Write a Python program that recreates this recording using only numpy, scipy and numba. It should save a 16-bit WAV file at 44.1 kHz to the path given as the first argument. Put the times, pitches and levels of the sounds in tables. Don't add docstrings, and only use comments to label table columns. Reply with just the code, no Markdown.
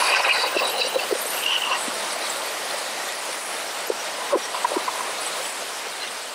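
import sys
import numpy as np
from scipy import signal
from scipy.io import wavfile
from scipy.ndimage import uniform_filter1d
from numba import njit

SR = 44100
rng = np.random.default_rng(int(sys.argv[2]) if len(sys.argv) > 2 else 0)


def pcm_store(signal):
    levels = np.round(np.clip(np.atleast_2d(signal), -1, 1) * 32767)
    wavfile.write(sys.argv[1], SR, levels.astype(np.int16).T)


N = 279990

# frequency in Hz, relative spectral density in dB.
JET_SPECTRUM = [(18, -82), (30, -56), (202, -14), (292, -10), (674, 4), (831, -2), (1020, 1), (1730, -4.5),
                (1870, -2.5), (2430, -4.5), (4200, -6.5), (5600, -10), (7090, -13), (9460, -11),
                (13300, -24.5), (15500, -27)]

def jet_density_db(hz):
    hz_points, db_points = np.transpose(JET_SPECTRUM)
    return np.interp(np.log(hz), np.log(hz_points), db_points)


# time in seconds, level in dB, tilt in dB per octave.
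JET_COURSE = [(0.0, -21, 0), (0.25, -33, 1.5), (0.6, -28.5, -1), (1.2, -29, 0), (1.63, -30, -0.5),
              (1.84, -28, -0.5), (2.9, -28.5, 0), (3.46, -30, 0), (4.03, -30, -0.5), (4.79, -28.5, -0.5),
              (5.31, -29, 0), (6.35, -33, 0)]

def jet(surge_db=.5, patch_db=.5, flicker_db=.5, treble_flicker_db=3.0):
    level_db, tilt = curves(JET_COURSE)
    hiss, surge, patch = 0, walk(13), walk(12)
    for hz in np.r_[30 * 2 ** np.arange(0, 7, 1 / 3), np.arange(3800, 16300, 600)]:
        width = min(hz * .23, 600)
        patch = unit(patch + 2 * walk(13))
        steady_db = jet_density_db(hz) + 10 * np.log10(width) + tilt * np.log2(hz / 2000)
        own_db = (flicker_db + treble_flicker_db * hz / 16000) * walk(30)
        db = steady_db + surge_db * surge + patch_db * patch + own_db
        hiss += undb(db) * band(hz, 1.79 * width)
    return unit(hiss) * undb(level_db)


# time in seconds, level in dB relative to close_db.
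CLOSE_BLAST = [(0.0, -2.5), (0.14, 2.5), (0.21, 1.5), (0.23, -12), (0.25, 2), (0.34, -0.5), (0.46, -8.5),
               (0.5, -14), (0.7, -20), (6.35, -90)]
# peak time in seconds, level in dB, length in seconds.
SPURTS = dict( deep=[(0.112, -28, 0.089), (0.256, -38, 0.071), (0.37, -30.5, 0.084), (0.46, -24.5, 0.08),
          (0.64, -30, 0.35), (0.81, -32, 0.14), (0.962, -28.5, 0.13), (1.035, -30, 0.066),
          (1.122, -29, 0.073), (1.336, -35, 0.11), (3.915, -36, 0.061), (4.334, -40, 0.14),
          (1.72, -35, 0.1), (4.745, -29, 0.1)], cup=[(0.04, -28, 0.16), (0.442, -35, 0.021),
          (0.514, -39, 0.07), (0.64, -28.5, 0.087), (1.52, -33, 0.16), (1.72, -27, 0.21),
          (1.735, -28, 0.057), (4.2, -36, 0.25), (4.335, -25, 0.075), (4.56, -31, 0.061),
          (4.78, -34.5, 0.11), (4.886, -32, 0.041), (4.936, -39, 0.077), (5.03, -34, 0.26)],
          shallow=[(0.14, -37, 0.1), (0.248, -26, 0.042), (0.31, -42, 0.08)], rim=[(0.585, -32, 0.1),
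          (0.63, -28, 0.034), (0.72, -34, 0.11), (0.83, -29.5, 0.17), (0.93, -37, 0.1), (1.01, -33.5, 0.12),
          (1.41, -33.5, 0.2), (1.455, -29.5, 0.091), (1.535, -19, 0.14), (1.65, -25, 0.11),
          (1.735, -22, 0.074), (4.58, -37.5, 0.12)], slot=[(0.06, -32, 0.31), (0.26, -21, 0.044),
          (0.39, -26, 0.22), (0.53, -39, 0.073), (0.59, -31, 0.057), (0.665, -28, 0.12), (0.82, -31, 0.2),
          (0.96, -34, 0.079), (2.25, -40, 0.13)], groove=[(0.07, -28, 0.23), (0.18, -31, 0.07),
          (0.35, -31, 0.099), (0.42, -29, 0.16), (0.595, -30.5, 0.08), (0.68, -37, 0.13),
          (0.815, -28.5, 0.068), (0.86, -32, 0.058), (1.015, -31.5, 0.08), (1.125, -33, 0.04),
          (1.55, -42, 0.1), (1.72, -38, 0.08), (4.56, -40, 0.1)], notch=[(0.865, -36, 0.04),
          (1.53, -38, 0.14), (1.73, -36, 0.06), (3.7, -50, 0.9), (4.0, -42, 0.066), (4.385, -44, 0.036),
          (4.45, -40, 0.18)], vent=[(0.15, -27, 0.07), (0.27, -24, 0.14), (0.375, -18.5, 0.04),
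          (0.52, -34, 0.29), (1.135, -29.5, 0.053), (1.56, -28, 0.12), (1.73, -30.5, 0.12)],
          seam=[(0.3, -44, 0.054), (0.69, -41, 0.23), (0.888, -51, 0.11), (1.82, -36.5, 0.18),
          (1.97, -42.5, 0.26), (2.126, -38, 0.11), (2.32, -38, 0.21), (5.24, -40, 0.17), (5.47, -38, 0.21)],
          ring=[(2.65, -42, 0.5), (3.05, -42, 0.6), (4.4, -45, 0.83)], spit=[(0.04, -30, 0.29),
          (1.82, -39, 0.15), (3.35, -44, 0.93), (5.26, -37, 0.12)], sizzle=[(1.19, -39, 0.15),
          (1.29, -36, 0.11), (1.39, -38, 0.17)], edge=[(1.23, -39, 0.13), (1.345, -37, 0.23),
          (1.43, -41, 0.15)], fizz=[(0.5, -43, 0.12), (0.62, -40, 0.1), (0.77, -46, 0.17),
          (0.95, -46, 0.26), (1.1, -42, 0.13), (1.6, -44, 0.12), (2.32, -52, 0.084), (3.74, -51, 0.1)])

def resonance(modes, spurts, sputter_db, wander_db, close_db=-np.inf, slide=1, drift=.012):
    drive = undb(curves(CLOSE_BLAST)[0] + close_db)
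    for peak_s, db, length in spurts:
        start = peak_s - length / 2
        shape = swell(length, rise=.5)[1] ** .59
        skipped = max(int(-start * SR), 0)
        add(drive, start, undb(db) * shape[skipped:])
    ringing = 0
    for hz, width, db in modes:
        gain = undb(db + wander_db * walk(40))
        ringing += gain * band(hz * slide * (1 + drift * walk(20)), width)
    return unit(undb(sputter_db * walk(110)) * ringing) * drive


# frequency in Hz, width in Hz, relative level in dB.
DEEP = [(386, 71, -12), (533, 190, 1), (755, 270, 1)]
CUP = [(866, 190, -1), (1030, 203, 10), (1270, 220, -11)]
SHALLOW = [(2520, 240, 5), (2820, 200, 0.5), (3200, 130, -20)]
RIM = [(2777, 200, 0.47), (2970, 330, -0.33)]
SLOT = [(3950, 250, 11), (3470, 210, -21)]
VENT = [(1540, 124, 3), (1920, 90, 0.5), (2160, 280, -12)]
SEAM = [(8000, 480, 1), (9200, 300, 1.5), (11600, 1400, -12)]
SIZZLE = [(8200, 500, -5), (8950, 760, 4), (9500, 700, -2), (10400, 700, -5)]

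def recesses():
    return (resonance(DEEP, SPURTS["deep"], sputter_db=2.7, wander_db=2.4, close_db=-35.5)
            + resonance(CUP, SPURTS["cup"], sputter_db=1.7, wander_db=.71, close_db=-27)
            + resonance(SHALLOW, SPURTS["shallow"], sputter_db=3.9, wander_db=.9, close_db=-22)
            + resonance(RIM, SPURTS["rim"], sputter_db=2.2, wander_db=.26, close_db=-45)
            + resonance(SLOT, SPURTS["slot"], sputter_db=3.3, wander_db=.87, close_db=-39)
            + resonance(VENT, SPURTS["vent"], sputter_db=2.9, wander_db=4.6, close_db=-34)
            + resonance(SEAM, SPURTS["seam"], sputter_db=2.4, wander_db=2.2, close_db=-40.5)
            + resonance(SIZZLE, SPURTS["sizzle"], sputter_db=2.5, wander_db=2.6, close_db=-54))


# time in seconds, peak level
# in dB, pitch in Hz, length in seconds.
POPS = [(0.023, -6, 1070, 0.0079), (0.1, -18, 2520, 0.0069), (0.126, -13, 2580, 0.013),
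        (0.14, -7.5, 1110, 0.0052), (0.1405, -6, 2770, 0.0055), (0.1504, -2.5, 2570, 0.0034),
        (0.204, -13, 950, 0.011), (0.2468, -16, 2620, 0.0093), (0.295, -6, 2400, 0.0091),
        (0.324, -11, 2460, 0.0087), (0.433, -16, 1006, 0.026), (0.552, -21, 540, 0.012),
        (0.565, -9.5, 412, 0.012), (0.567, -14, 594, 0.008), (0.573, -13, 2710, 0.01),
        (0.589, -16, 2700, 0.011), (0.599, -13, 2630, 0.008), (0.614, -18, 700, 0.013),
        (0.652, -21, 3950, 0.013), (0.814, -13.5, 2650, 0.014), (0.992, -20.5, 2690, 0.016),
        (0.629, -16.5, 577, 0.014), (0.786, -24, 538, 0.026), (0.847, -21, 517, 0.015),
        (0.868, -22, 564, 0.015), (0.947, -20, 520, 0.01), (0.957, -7.5, 534, 0.021),
        (1.033, -21, 770, 0.015), (1.11, -16, 510, 0.012), (1.125, -7, 420, 0.013),
        (1.152, -22, 538, 0.017), (1.256, -23, 553, 0.01), (1.439, -17, 3050, 0.0049),
        (1.4625, -10.5, 2820, 0.011), (1.508, -18, 2780, 0.0076), (1.523, -16, 2840, 0.007),
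        (1.532, -15, 2950, 0.0079), (1.542, -12, 2860, 0.0063), (1.6207, -17, 3000, 0.01),
        (1.649, -20.5, 2820, 0.012), (1.88, -19, 277, 0.011), (2.163, -21.5, 660, 0.012),
        (2.226, -27, 4000, 0.006), (2.243, -27, 4200, 0.0074), (2.256, -23, 4370, 0.005),
        (2.27, -25, 3370, 0.007), (2.275, -24, 4280, 0.006), (2.36, -25.5, 590, 0.01),
        (2.709, -24.5, 4230, 0.0095), (2.74, -23.5, 593, 0.015), (3.288, -27, 547, 0.02),
        (3.9025, -4, 460, 0.008), (3.916, -23, 447, 0.01), (3.922, -28, 980, 0.008),
        (4.186, -29.5, 575, 0.01), (4.314, -28, 1240, 0.013), (4.323, -18, 536, 0.031),
        (4.331, -3.5, 567, 0.022), (4.34, -13.5, 1030, 0.024), (4.349, -11, 506, 0.012),
        (4.354, -6, 395, 0.016), (4.368, -18, 546, 0.016), (4.546, -19.5, 1020, 0.012),
        (4.647, -3, 977, 0.017), (4.719, -18, 580, 0.007), (4.738, -23, 560, 0.016),
        (4.76, -18, 970, 0.012), (4.765, -11, 378, 0.015), (4.777, -20, 1030, 0.0095),
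        (4.879, -14, 1030, 0.019), (4.993, -21, 1030, 0.012), (5.008, -19, 1030, 0.01),
        (5.09, -29, 450, 0.012), (5.4, -27, 533, 0.016), (5.62, -27, 690, 0.013), (5.866, -30, 485, 0.014),
        (6.01, -29, 4080, 0.013), (6.021, -26, 4100, 0.009), (6.03, -26, 4100, 0.011),
        (6.038, -29, 2850, 0.011), (6.049, -27, 2770, 0.008), (6.074, -31, 2500, 0.009)]

def pops(sag_hz=61, octave_db=-19, roughness=.24):
    out = np.zeros(N)
    for (s, db, hz, length), turn in zip(POPS, rng.random(len(POPS))):
        t, shape = swell(length, rise=.42)
        cycles = hz * t + sag_hz * t * (1 / 4 - t / t[-1] / 2)
        phase = 2 * np.pi * (cycles + turn)
        tone = np.sin(phase) + undb(octave_db) * np.sin(2 * phase)
        spray_noise = roughness * band(.91 * hz, hz, size=4096)[-len(t):]
        add(out, s - .003, undb(db) * shape ** .72 * (tone + spray_noise))
    return highpass(out, 230, order=3)


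# time in seconds, peak level in dB, pitch in Hz.
WHISTLES = [(0.2279, -20, 5290), (0.5935, -24, 5170), (0.6734, -19.5, 9360), (0.6958, -26, 11600),
            (0.7178, -25, 11600), (0.28, -30, 11600), (0.33, -32, 11600), (0.47, -32, 11300),
            (0.777, -24.5, 9700), (0.8799, -22, 9240), (0.9, -29, 11800), (1.1757, -28, 9200),
            (1.2141, -20, 11900), (1.2531, -25, 11400), (1.262, -27, 8960), (1.3019, -26, 11800),
            (1.3289, -26, 12400), (1.347, -24, 12200), (1.135, -25, 9200), (1.187, -22, 8900),
            (1.2, -28, 9900), (1.225, -33, 13200), (1.27, -31, 13200), (1.3, -27, 9100), (1.222, -27, 8850),
            (1.264, -24, 8050), (1.366, -28, 8500), (1.39, -25, 8950), (1.402, -28, 8300),
            (1.4, -29, 12000), (1.42, -28, 12400), (1.9415, -23.5, 9400), (2.1271, -23, 9500),
            (2.3, -20, 7700), (2.366, -32, 9050), (2.43, -34, 11700), (2.46, -31, 11700),
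            (2.51, -34, 13900), (2.65, -30, 10300), (2.7, -33, 10300), (2.78, -26, 9400),
            (3.15, -32, 11000), (3.19, -29, 9200), (3.33, -24, 9400), (3.8671, -26, 11600),
            (4.4298, -26, 5740), (4.4538, -27, 8160), (4.6359, -26, 9160), (5.21, -25, 9900),
            (5.2629, -18, 8200), (5.33, -24.5, 4100), (5.45, -23, 3210), (5.93, -28, 3750),
            (6.075, -27, 3700)]

def whistles(clear_s=.033, strays_per_s=130, width_share=.082, crest_factor=3):
    when, faintness, pitch, duration = rng.random((int(strays_per_s * N / SR), 4)).T
    stray_hz = 3000 + 12500 * pitch
    stray_db = -28.5 - 8.5 * faintness + jet_density_db(stray_hz) - jet_density_db(4000)
    strays = list(zip(when * N / SR, stray_db, stray_hz, .014 + .04 * duration))
    out = np.zeros(N)
    for s, db, hz, length in [(*row, clear_s) for row in WHISTLES] + strays:
        t, shape = swell(length, rise=.32)
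        tone = band(hz, width_share * hz, size=4096)[-len(t):]
        add(out, s - .008, undb(db) / crest_factor * shape * tone)
    return out


# frequency in Hz, width in Hz, relative level in dB.
SPLASH = [(726, 570, 3.5), (1350, 1000, 2.5), (2110, 560, 0), (3070, 700, -5), (4970, 1800, -4.5)]
SPIT = [(8500, 820, -9), (10240, 2000, 6)]
RING = [(1890, 110, 0.5)]

def spray():
    return (resonance(SPLASH, [], sputter_db=2.5, wander_db=3.1, close_db=-22)
            + resonance(SPIT, SPURTS["spit"], sputter_db=2.2, wander_db=1.8)
            + resonance(RING, SPURTS["ring"], sputter_db=1.5, wander_db=1.2))


# frequency in Hz, width in Hz, relative level in dB.
GROOVE = [(4580, 500, 0), (5130, 540, -15)]
NOTCH = [(5740, 270, 0)]

def grooves():
    return (resonance(GROOVE, SPURTS["groove"], sputter_db=2.5, wander_db=1, close_db=-40)
            + resonance(NOTCH, SPURTS["notch"], sputter_db=4.1, wander_db=1.3))


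# frequency in Hz, width in Hz, relative level in dB.
EDGE = [(10600, 900, -9), (11200, 500, -8), (11900, 900, 0), (13000, 1000, -8)]
# time in seconds, pitch factor.
EDGE_SLIDE = [(1.22, 1.06), (1.27, 1), (1.35, 1.03), (1.48, 1)]

def edge_hiss():
    return resonance(EDGE, SPURTS["edge"], sputter_db=2.4, wander_db=2.5, slide=curves(EDGE_SLIDE)[0])


def spatter(drops_per_s=700, level_db=-45.5, spread_db=2.1, hz=8200, width_hz=2200):
    chance, size = rng.random((2, N))
    drop_db = -spread_db * np.log(1 - size) + .94 * walk(14)
    clicks = (chance < drops_per_s / SR) * undb(drop_db) * np.sign(rng.standard_normal(N))
    return bandpass(clicks, hz, width_hz) * undb(level_db)


# peak time in seconds, level in dB, length in seconds.
WIPE = [(6.04, -32.5, 0.09)]
# frequency in Hz, width in Hz, relative level in dB.
CLOTH = [(1660, 400, -3), (2070, 330, 1), (2800, 450, 0), (4070, 400, -12)]

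def cloth():
    return resonance(CLOTH, WIPE, sputter_db=1.9, wander_db=.99)


# frequency in Hz, width in Hz, relative level in dB.
TOP_FLICKER = [(13900, 700, -8), (15100, 1100, -1)]

def top_flicker():
    flickers = list(SPURTS.values())[-1]
    return resonance(TOP_FLICKER, flickers, sputter_db=2.5, wander_db=1.8)


def undb(db):
    return 10 ** (np.asarray(db) / 20)


def unit(x):
    return x / np.sqrt(np.mean(x ** 2))


def curves(rows):
    s, *columns = np.transpose(rows)
    return [np.interp(np.arange(N) / SR, s, c) for c in columns]


def walk(rate):
    hold = int(SR / rate)
    steps = np.repeat(rng.standard_normal(N // hold + 1), hold)
    return unit(uniform_filter1d(uniform_filter1d(steps, hold), hold)[:N])


def swell(length, rise):
    t = np.arange(int(length * SR)) / SR
    ramp = np.interp(t / t[-1], [0, rise, 1], [0, 1, 0])
    return t, np.sin(np.pi / 2 * ramp) ** 2


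def add(out, s, sound):
    i = max(int(s * SR), 0)
    out[i:i + len(sound)] += sound[:N - i]


@njit
def resonator(x, hz, width):
    y, mid, low = np.empty(len(x)), 0., 0.
    for i in range(len(x)):
        if i % 16 == 0:
            g, damping = np.tan(np.pi * hz[i] / SR), width / hz[i]
        v = (mid + g * (x[i] - low)) / (1 + g * (g + damping))
        mid, low, y[i] = 2 * v - mid, low + 2 * g * v, damping * v
    return y


def bandpass(x, hz, width):
    centre, width = hz * np.ones(len(x)), float(width)
    return unit(resonator(resonator(x, centre, width), centre, width))


def band(hz, width, size=N):
    return bandpass(rng.standard_normal(size), hz, width)


def highpass(x, hz, order):
    return signal.sosfilt(signal.butter(order, hz, "high", fs=SR, output="sos"), x)


@njit
def follow(x, attack_s, release_s):
    y, level = np.empty(len(x)), 0.
    for i in range(len(x)):
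        lag_s = attack_s if abs(x[i]) > level else release_s
        level += (abs(x[i]) - level) / (lag_s * SR)
        y[i] = level
    return y


def scene():
    bands = recesses() + top_flicker() + spray() + grooves() + edge_hiss()
    water = pops() + spatter()
    return np.tile(jet() + bands + water + whistles() + cloth(), (2, 1))


def record(dry, knee_db=-21.5, ratio=2.2, lookahead_s=.0021, bass_hz=40, top_hz=15700):
    ahead = np.minimum(np.arange(N) + int(lookahead_s * SR), N - 1)
    envelope = follow(dry[0], attack_s=.0031, release_s=.0091)[ahead]
    gain = np.maximum(envelope / undb(knee_db), 1) ** (1 / ratio - 1)
    lean = highpass(dry * gain, bass_hz, order=2)
    return signal.sosfilt(signal.ellip(14, .3, 60, top_hz, fs=SR, output="sos"), lean)


dry = scene()
out = record(dry)
pcm_store(out)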